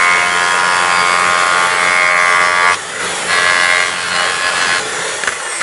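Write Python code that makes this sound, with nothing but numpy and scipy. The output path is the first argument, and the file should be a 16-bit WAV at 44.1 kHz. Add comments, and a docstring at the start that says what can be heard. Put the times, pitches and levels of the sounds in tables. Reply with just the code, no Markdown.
"""A harsh buzz and rasp: a track saw is cutting thin aluminium sheet. The blade runs slightly out
of true, so its teeth bite in one burst a turn and shake the sheet's modes. It breaks out of the far
edge, runs free, is drawn back rubbing through the groove and is switched off. Motor whine, fan rush
and rumble carry on underneath; as they coast down, the saw knocks on its rail."""
import sys
import numpy as np
from scipy import signal
from scipy.fft import rfft, irfft, next_fast_len
from scipy.io import wavfile
from scipy.ndimage import uniform_filter1d

SR = 44100
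rng = np.random.default_rng(int(sys.argv[2]) if len(sys.argv) > 2 else 0)


def dump_mix(stems):
    """Bounce the given channels to the path in sys.argv[1] as a 16-bit WAV at rate SR."""
    frames = np.atleast_2d(stems).T  # one column per channel
    limited = np.clip(frames, -1, 1)  # hard clip at full scale
    pcm = np.round(limited * 32767).astype(np.int16)
    wavfile.write(sys.argv[1], SR, pcm)


N = 247842
TIME = np.arange(N) / SR


def amp(db):
    """Decibels to gain."""
    return 10 ** (np.asarray(db) / 20)


def unit(x):
    """Scales to rms 1."""
    return x / np.sqrt(np.mean(abs(x) ** 2) + 1e-20)


def bell(x, centre, half):
    """A smooth bump of height 1."""
    return np.exp(-((x - centre) / half) ** 2)


def eq_db(points, hz):
    """Reads an EQ curve drawn in straight lines over log frequency."""
    point_hz, db = np.transpose(points)
    return np.interp(np.log(hz + 1), np.log(point_hz), db)


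def automation(points):
    """Joins (time, value) points into a value for every sample."""
    return np.interp(TIME, *np.transpose(points))


def colour(x, points):
    """Plays x through an EQ curve, out at rms 1."""
    size = next_fast_len(N)
    gain = amp(eq_db(points, np.fft.rfftfreq(size, 1 / SR)))
    return unit(irfft(rfft(x, size) * gain, size)[:N])


def wander(rate_hz):
    """Smooth random movement of rms 1, no faster than rate_hz."""
    t = TIME[::64]
    drift = sum(np.sin(2 * np.pi * (hz * t + rng.random()))
                for hz in np.geomspace(rate_hz / 12, rate_hz, num=16))
    return np.interp(TIME, t, unit(drift))


def bite(turns, length, graze):
    """Depth of cut through each turn: the high teeth dig in at once, the others only graze."""
    age = (turns % 1) / length
    return graze + (1 - np.exp(-8 * age)) * np.exp(-age ** 2)


def tooth_harmonics(frames_s, length, graze, drift_s, count=122, size=256):
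    """Harmonics of one ragged burst a turn, slowly changing as the blade travels."""
    ragged = bell(frames_s[:, None], frames_s, drift_s) @ rng.standard_normal((len(frames_s), size))
    burst = ragged * bite(np.arange(size) / size, length, graze)
    return unit(rfft(burst, axis=1)[:, 1:count + 1])


# The saw goes out along the sheet, lingers and comes back faster: time_s, place_cm
SAW_PATH = [(0, 0.5), (2.75, 28), (3.3, 29), (4.8, 4)]
# Ringing modes of the sheet: pitch_hz, half_width_hz, swing_db, belly_place_cm, belly_spacing_cm
SHEET_RESONANCES = [(620, 45, 6, 20.7, 44.3), (709, 37, -1, 2.7, 48), (810, 39, 3.5, 15.5, 40),
                    (880, 37, 5.5, 8.3, 9.6), (982, 45, 8.5, 6.3, 24), (1097, 110, 1.5, 11.5, 13.3),
                    (1161, 24, 5, 25, 54), (1240, 33, 1.5, 9.4, 49), (1364, 58, 3, 7.4, 9.8),
                    (1595, 61, 4.5, 23, 25), (1683, 45, 4.5, 5.4, 22), (2066, 160, 6.5, 23.8, 28.2),
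                    (2240, 194, 3.5, 2.2, 9.16), (2600, 78, 3.5, 3.6, 49)]
# A mode of blade or sheet catches and squeals: peak_s, pitch_hz, half_length_s, boost_db
METAL_SQUEALS = [(.14, 2200, .11, 5), (.45, 1683, .15, 3), (0.267, 709, 0.18, 6), (.42, 3180, 0.16, 8),
                 (.45, 5848, .12, 9), (.62, 1418, .2, 0), (.7, 5228, .11, 14), (1.003, 4740, .16, 13.5),
                 (1.038, 3544, 0.16, 15.5), (1.05, 2240, .12, 3), (2.03, 2100, .16, 3.5),
                 (2.3, 6340, .12, 11), (2.44, 5316, .14, 16), (4.41, 1700, 0.098, 9), (4.36, 4830, .36, 13)]


def standing_waves(frames_s, hz, squeal_width=0.033):
    """Boost in dB: modes swell and fade as the blade passes bellies and nodes, and some squeal."""
    place_cm = np.interp(frames_s, *np.transpose(SAW_PATH))[:, None]
    sheet_db = sum(db * np.cos(2 * np.pi * (place_cm - belly) / spacing) * bell(hz, centre, width)
                   for centre, width, db, belly, spacing in SHEET_RESONANCES)
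    squeal_db = sum(db * bell(frames_s[:, None], peak_s, half) * bell(hz, centre, squeal_width * centre)
                    for peak_s, centre, half, db in METAL_SQUEALS)
    return sheet_db + squeal_db


# Peaks and notches of the blade guard: centre_hz, half_width_hz, gain_db
GUARD_EQ = [(420, 37, -5.5), (512, 170, 1.5), (717, 44, -2.5), (1000, 106, 2.5), (1405, 57, 4.5),
            (2140, 260, -2), (2600, 200, 3.5), (2860, 60, 2), (3380, 110, 5), (3800, 80, -0.5),
            (4230, 300, 2), (6300, 130, -2.5), (6900, 80, -4.5), (7210, 70, 6.5), (7670, 44, 4.5),
            (8300, 180, 2.5), (8740, 120, 3), (8900, 140, -7.5), (9600, 90, -3), (10500, 90, 5),
            (11050, 59, -10)]


def blade_guard(x):
    """The cavity around the blade colours the noise made inside it."""
    hz = np.arange(20., SR / 2, 12)
    gain_db = sum(db * bell(hz, centre, width) for centre, width, db in GUARD_EQ)
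    return colour(x, np.transpose([hz, gain_db]))


# Splits between five bands, four of sheet buzz and the tooth rasp on top: crossover_hz
CROSSOVERS = [1020, 1290, 1900, 2450]
# Tone of the tearing chips: frequency_hz, level_db
CHIP_EQ = [(100, -36), (300, -29), (500, -1), (1100, 2.5), (1550, 10), (2100, 6), (2800, -10),
           (4500, -22.5), (6500, -31), (11000, -10)]


def cut(turns, bands, buzz_levels, rasp_eq, *, buzz_db, whistle_db, octave_db, bite_turns, graze,
        drift_s, jitter_turns, lead_turns, shake_db, chatter_db,
        rasp_db=-0.5, grit_db=-7.5, flutter_db=5, teeth=48, blade_hz=88.6):
    """One pass of the blade: the sheet buzzes, the teeth rasp and whistle, torn chips add grit."""
    frames_s = np.arange(0, 6, .04)
    harmonics = tooth_harmonics(frames_s, bite_turns, graze, drift_s)
    k = np.arange(1, harmonics.shape[1] + 1)
    hz = k * blade_hz
    band_of = np.searchsorted(CROSSOVERS, hz)
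    rasping = band_of == len(CROSSOVERS)
    # the sheet's modes hold the low harmonics steady; the high ones come and go with the teeth
    harmonics /= (abs(harmonics) + 0.081) ** np.where(rasping, .65, .92)
    harmonics *= amp(np.where(rasping, eq_db(rasp_eq, hz), np.interp(k, *np.transpose(buzz_levels))))
    # metal smearing on the teeth makes each harmonic flutter, the high ones most
    harmonics *= amp(flutter_db * np.where(rasping, 1, .35) * rng.standard_normal(harmonics.shape))
    # the teeth rasp a little before the sheet has swung up
    harmonics *= np.exp(2j * np.pi * k * lead_turns * rasping)
    for band in np.unique(band_of):
        harmonics[:, band_of == band] /= np.linalg.norm(harmonics[:, band_of == band], axis=1)[:, None]
    harmonics *= amp(standing_waves(frames_s, hz))
    # no two turns bite at quite the same moment
    turns = turns + jitter_turns * wander(70)
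    touching = bands[-1] > 0
    spin, wave = np.exp(2j * np.pi * turns[touching]), 1
    tones = np.zeros((len(bands), touching.sum()))
    for strength, band in zip(harmonics.T, band_of):
        wave = wave * spin  # next harmonic up
        tones[band] += np.sqrt(2) * (np.interp(TIME[touching], frames_s, strength) * wave).real
    tones *= bands[:, touching]
    metal = np.zeros(N)
    metal[touching] = amp(buzz_db) * tones[:-1].sum(0)
    metal[touching] += amp(rasp_db + chatter_db * wander(150)[touching]) * tones[-1]
    # chips tear off while the teeth are deep in the metal
    depth = bite(turns + lead_turns, bite_turns * .6, graze=.35)
    chips = amp(grit_db) * blade_guard(colour(rng.standard_normal(N) * depth, CHIP_EQ))
    tooth_phase = 2 * np.pi * teeth * turns
    whistle = np.sin(tooth_phase) + amp(octave_db) * np.sin(2 * tooth_phase)
    whistle *= amp(whistle_db + 1.6 * wander(4.5))
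    force = np.sqrt(np.linalg.norm(bands[:-1], axis=0) * bands[-1])
    return (metal + force * (chips + whistle)) * amp(shake_db * wander(50))


def band_gains(response, pressure_db, start_s, end_s, full_bite_db=-12.5):
    """Each band rides the blade's pressure, gated to the time it is in the sheet."""
    contact = np.clip(np.minimum(TIME - start_s + 0.012, end_s - TIME) / 0.017, 0, 1)
    return contact * np.array([amp(db + slope * (pressure_db - full_bite_db)) for db, slope in response])


# How hard the blade is fed forward: time_s, pressure_db
FEED_PRESSURE = [(0.0, -15.5), (0.07, -15), (0.26, -19), (0.4, -17.5), (1.09, -16.5), (1.66, -16),
                 (1.67, -18.5), (2.41, -16.5), (2.51, -19.5), (2.68, -16.5), (2.72, -15)]
# How the five bands open up under that pressure, low to high: full_bite_db, slope_db_per_db
FORWARD_RESPONSE = [(-20, 0.53), (-10, 1.58), (-12.5, 1), (-14.5, 0.93), (-23, 0.29)]
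# Voicing of the sheet's buzz going forward: blade_harmonic, relative_db
FORWARD_BUZZ = [(1, -37), (2, -17), (3, -36), (4, -10), (5, -7), (6, -5.5), (7, -2.5), (8, -2.5), (9, -1.5),
                (10, 0.5), (11, 1), (12, 6.5), (13, 7), (14, 5.5), (15, -0.5), (16, 8.5), (17, 1),
                (18, 2.5), (19, 4.5), (20, 0.5), (21, 5), (22, -5), (23, -0.5), (24, -4), (25, -1.5),
                (26, -12.5), (27, -9)]
# Tone of the tooth rasp going forward: frequency_hz, relative_db
FORWARD_RASP = [(2450, 6), (2850, -3.5), (3250, 0.5), (3900, -9), (4750, -2), (5300, -7.5), (6000, -8.5),
                (7400, -15), (9000, -11), (11000, -16.5)]


def forward_cut(turns, far_edge_s=2.76):
    """The blade is pushed through fresh metal in short, hard bites."""
    bands = band_gains(FORWARD_RESPONSE, automation(FEED_PRESSURE), start_s=0, end_s=far_edge_s)
    return cut(turns, bands * breakout(far_edge_s), FORWARD_BUZZ, FORWARD_RASP,
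               buzz_db=-1.28, whistle_db=-21, octave_db=-6, bite_turns=0.28, graze=0.23, drift_s=0.88,
               jitter_turns=0.00056, lead_turns=0.0496, shake_db=0.23, chatter_db=0.8)


def eddies(x, depth_db):
    """Turbulence lets narrow bands swell and fade, each on its own."""
    spectrum = signal.stft(x, nperseg=1024, noverlap=768)[2]
    patches = uniform_filter1d(rng.standard_normal(spectrum.shape), size=4, axis=0)
    patches = unit(uniform_filter1d(patches, size=22, axis=1))
    return signal.istft(spectrum * amp(depth_db * patches), nperseg=1024, noverlap=768)[1][:N]


# Tone of the cooling air: frequency_hz, level_db
FAN_EQ = [(150, -29), (250, -21), (327, -14), (428, -4), (711, -9), (794, -3), (1010, -10.5), (1090, -5.5),
          (1220, -7), (2090, -2.5), (2650, -15.5), (3350, -12), (4910, -16), (7060, -13.5), (11000, -14.5),
          (14300, -31), (22000, -120)]


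def fan(pace, level_db=-20, gust_db=.5, hiss_db=-3):
    """Air rushes through the blade guard; its body fades as the motor slows, its hiss stays."""
    air = eddies(colour(rng.standard_normal(N), FAN_EQ), depth_db=2.55)
    rush = blade_guard(air) * amp(gust_db * wander(30))
    body = signal.sosfiltfilt(signal.butter(2, 6500, fs=SR, output="sos"), rush)
    return amp(level_db) * (body * pace ** 2.9 + amp(hiss_db) * (rush - body))


# Partials of the motor whine: rotor_harmonic, level_db
WHINE_PARTIALS = [(1, -41.5), (2, -51.5), (3, -40), (4, -47), (5, -49), (7, -42.5), (8, -46.5), (16, -48),
                  (22, -52), (23, -47.5), (24, -47)]
# The vents beam a partial at the listener as the saw moves: peak_s, rotor_harmonic, half_length_s, gain_db
VENT_BEAMS = [(1.4, 23, 0.24, 5), (3.2, 23, 0.2, 6), (2.85, 16, 0.23, 6), (3.03, 22, 0.18, 11),
              (2.5, 24, .14, -4), (5.14, 16, 0.36, 12.5), (5.02, 1, 0.18, 6.5), (4.6, 2, .1, 14),
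              (5.47, 5, .06, 21)]


def motor(turns, blade_hz, gear_ratio=4.882, commutator_bars=24, waver_db=4, hum_db=-45):
    """Fan blades and commutator sing on multiples of the rotor speed; the spindle hums twice a turn."""
    coasting = np.interp(TIME, [5.02, 5.12], [0, 1])
    rotor = gear_ratio * turns + 0.019 * wander(14)
    rotor += 0.0099 * coasting * wander(180)  # the unloaded gears rattle
    whine = 0
    for k, db in WHINE_PARTIALS:
        beam_db = sum(gain * bell(TIME, s, half) for s, partial, half, gain in VENT_BEAMS if partial == k)
        level = amp(db + beam_db - 2.4 * coasting + waver_db * wander(9))
        whine = whine + level * np.sin(2 * np.pi * k * rotor)
    # slowing down, the commutator tone sweeps through a resonance of the housing
    commutator_hz = commutator_bars * gear_ratio * blade_hz
    ring = amp(-29 + 2.4 * wander(70)) * bell(commutator_hz, 8280, 380)
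    sweep = ring * np.sin(2 * np.pi * commutator_bars * rotor)
    hum = np.sin(2 * np.pi * 2 * turns) + 0.5 * np.sin(2 * np.pi * turns)
    hum *= amp(hum_db + 3.3 * wander(7.9)) * np.interp(TIME, [4.7, 5.1], [1, .1])
    return np.sqrt(2) * (whine + sweep + hum)


# Tone of the machine's low end: frequency_hz, level_db
RUMBLE_EQ = [(20, -34), (45, -18), (65, -18), (90, -3), (125, -3.5), (180, -1), (260, -5.5), (400, -11.5),
             (800, -33)]


def rumble(ride, pace, level_db=-40.5, waver_db=1.5):
    """A low bed that rises and falls with the rush, wavers and dies away with the speed."""
    swell = amp(level_db - waver_db * wander(8)) * ride ** 0.36 * pace ** 5.7
    return swell * colour(rng.standard_normal(N), RUMBLE_EQ)


def breakout(far_edge_s, last_bite_s=2.675, last_bite_db=2, buzz_db=-10, rasp_db=8):
    """Band gains at the far edge: the last thin web bites harder, the sheet lets go, the teeth flare."""
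    is_buzz = [1] * len(CROSSOVERS) + [0]
    last_bite = last_bite_db * np.outer(is_buzz, bell(TIME, last_bite_s, 0.035))
    letting_go = np.outer(np.where(is_buzz, buzz_db, rasp_db), bell(TIME, far_edge_s, 0.039))
    return amp(last_bite + letting_go)


# The blade rubs the wall of the groove on the way back: start_s, length_s, pressure_db
GROOVE_RUBS = [(3.296, 0.58, -12.5), (4.114, 0.21, -13.5), (4.414, 0.094, -14.5), (4.553, 0.24, -13)]


def rubbing(brush_db=-23.5, lead_s=0.014, attack_s=.02, release_share=0.28):
    """Pressure on the groove's wall in dB: rubs catch fast and ease off to a light brushing."""
    pressure = np.full(N, amp(brush_db))
    for start, length, db in GROOVE_RUBS:
        attack = 1 - np.exp(-np.maximum(TIME - start + lead_s, 0) / attack_s)
        release = np.clip(.5 + (start + length - TIME) / (release_share * length), 0, 1)
        pressure = np.maximum(pressure, amp(db) * attack * release)
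    return 20 * np.log10(pressure)


# How the five bands open up under rubbing, low to high: full_bite_db, slope_db_per_db
RETURN_RESPONSE = [(-27, 0.95), (-21, 0.58), (-17, 0.82), (-18.5, 0.89), (-20.5, 0.48)]
# Voicing of the sheet's buzz coming back: blade_harmonic, relative_db
RETURN_BUZZ = [(1, -28), (2, -17), (3, -16.5), (4, -11.5), (5, -9.5), (6, -8.5), (7, -0.5), (8, -1),
               (9, -4), (10, -6), (11, -7.5), (12, 20.5), (13, 16.5), (14, 14), (15, -0.5), (16, 5.5),
               (17, 9), (18, 10), (19, 10), (20, 2), (21, 2), (22, 1), (23, -1.5), (24, 1.5), (25, -9),
               (26, -6.5), (27, -10)]
# Tone of the tooth rasp coming back: frequency_hz, relative_db
RETURN_RASP = [(2450, 3), (2850, 5.5), (3250, 2), (3900, -1.5), (4750, -1.5), (5300, -6), (6000, -7.5),
               (7400, -10), (9000, -9), (11000, -15)]


def return_pass(turns):
    """Drawn back through the open groove, the blade whistles more and its low teeth hardly touch."""
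    bands = band_gains(RETURN_RESPONSE, rubbing(), start_s=3.28, end_s=4.81)
    return cut(turns, bands, RETURN_BUZZ, RETURN_RASP,
               buzz_db=-2, whistle_db=-9.8, octave_db=-9, bite_turns=0.39, graze=.1, drift_s=0.57,
               jitter_turns=0.0011, lead_turns=0.064, shake_db=0.9, chatter_db=0.5)


# Ring of the base plate and rail: pitch_hz, width_hz, level_db
RAIL_MODES = [(527, 280, -5.5), (1376, 87, 8), (1530, 140, 8), (1700, 100, 3), (3950, 900, -30),
              (7000, 1100, -20)]
# The saw knocks on its rail: start_s, level_db, scuff_decay_s
RAIL_HITS = [(5.2365, 2, .0022), (5.274, 1.5, 0.0035), (5.2786, -2, 0.0027), (5.282, -6, 0.0046),
             (5.291, -2.5, 0.0042), (5.323, -7.5, 0.0087), (5.401, -12.5, .008), (5.608, -3.5, 0.0059),
             (5.613, -5, .005)]


def rail_knocks(scuff=0.15):
    """A sharp blow and a short scuff ring the base plate and the rail."""
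    t = np.arange(4096) / SR
    out = np.zeros(N + len(t))
    ring = sum(amp(db) * width * np.exp(-np.pi * width * t) * np.cos(2 * np.pi * hz * t)
               for hz, width, db in RAIL_MODES)
    for start, db, decay in RAIL_HITS:
        blow = (t == 0) + scuff * rng.standard_normal(len(t)) * np.exp(-t / decay)
        knock = signal.fftconvolve(blow, ring)[:len(t)]
        out[round(start * SR):][:len(t)] += amp(db) * knock / abs(knock).max()
    return out[:N]


# The blade holds its speed, then coasts after switch-off: time_s, rotation_hz
BLADE_SPEED = [(0, 88.25), (.2, 88.6), (1.86, 88.68), (1.98, 88.42), (2.66, 88.48), (2.76, 88.85),
               (3.3, 88.72), (4.5, 88.88), (5.05, 88.8), (5.1, 87.4), (5.2, 83.8), (5.46, 73.4),
               (5.62, 68.1)]
# Fader ride on fan and motor, which the rumble follows gently: time_s, relative_db
MACHINE_RIDE = [(0.0, -28), (1.86, -26.5), (2.11, -32.5), (2.41, -29), (2.55, -31.5), (2.75, -28.5),
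                (2.8, -30.5), (2.94, -30.5), (3.05, -25), (3.33, -26), (3.96, -29), (4.74, -26),
                (4.91, -27.5), (4.98, -25.5), (5.4, -26.5), (5.62, -24.5)]


def scene():
    """Both passes of the blade over the running machine, then the knocks, in mono."""
    blade_hz = automation(BLADE_SPEED)
    turns = np.cumsum(blade_hz) / SR
    pace = blade_hz / blade_hz.max()
    sawing = forward_cut(turns) + return_pass(turns)
    ride = unit(amp(automation(MACHINE_RIDE)))
    machine = ride * (fan(pace) + motor(turns, blade_hz))
    return (sawing + machine + rumble(ride, pace) + rail_knocks())[None]


def record(dry, ceiling=0.97, cutoff_hz=10930):
    """A soft clip rounds the loudest peaks; a steep low-pass takes off the top."""
    rounded = dry / (1 + (dry / ceiling) ** 8) ** (1 / 8)
    low_pass = signal.firwin(801, cutoff_hz, window=("kaiser", 8), fs=SR)
    return signal.oaconvolve(rounded, low_pass[None], "same")


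dry = scene()
out = record(dry)
dump_mix(out)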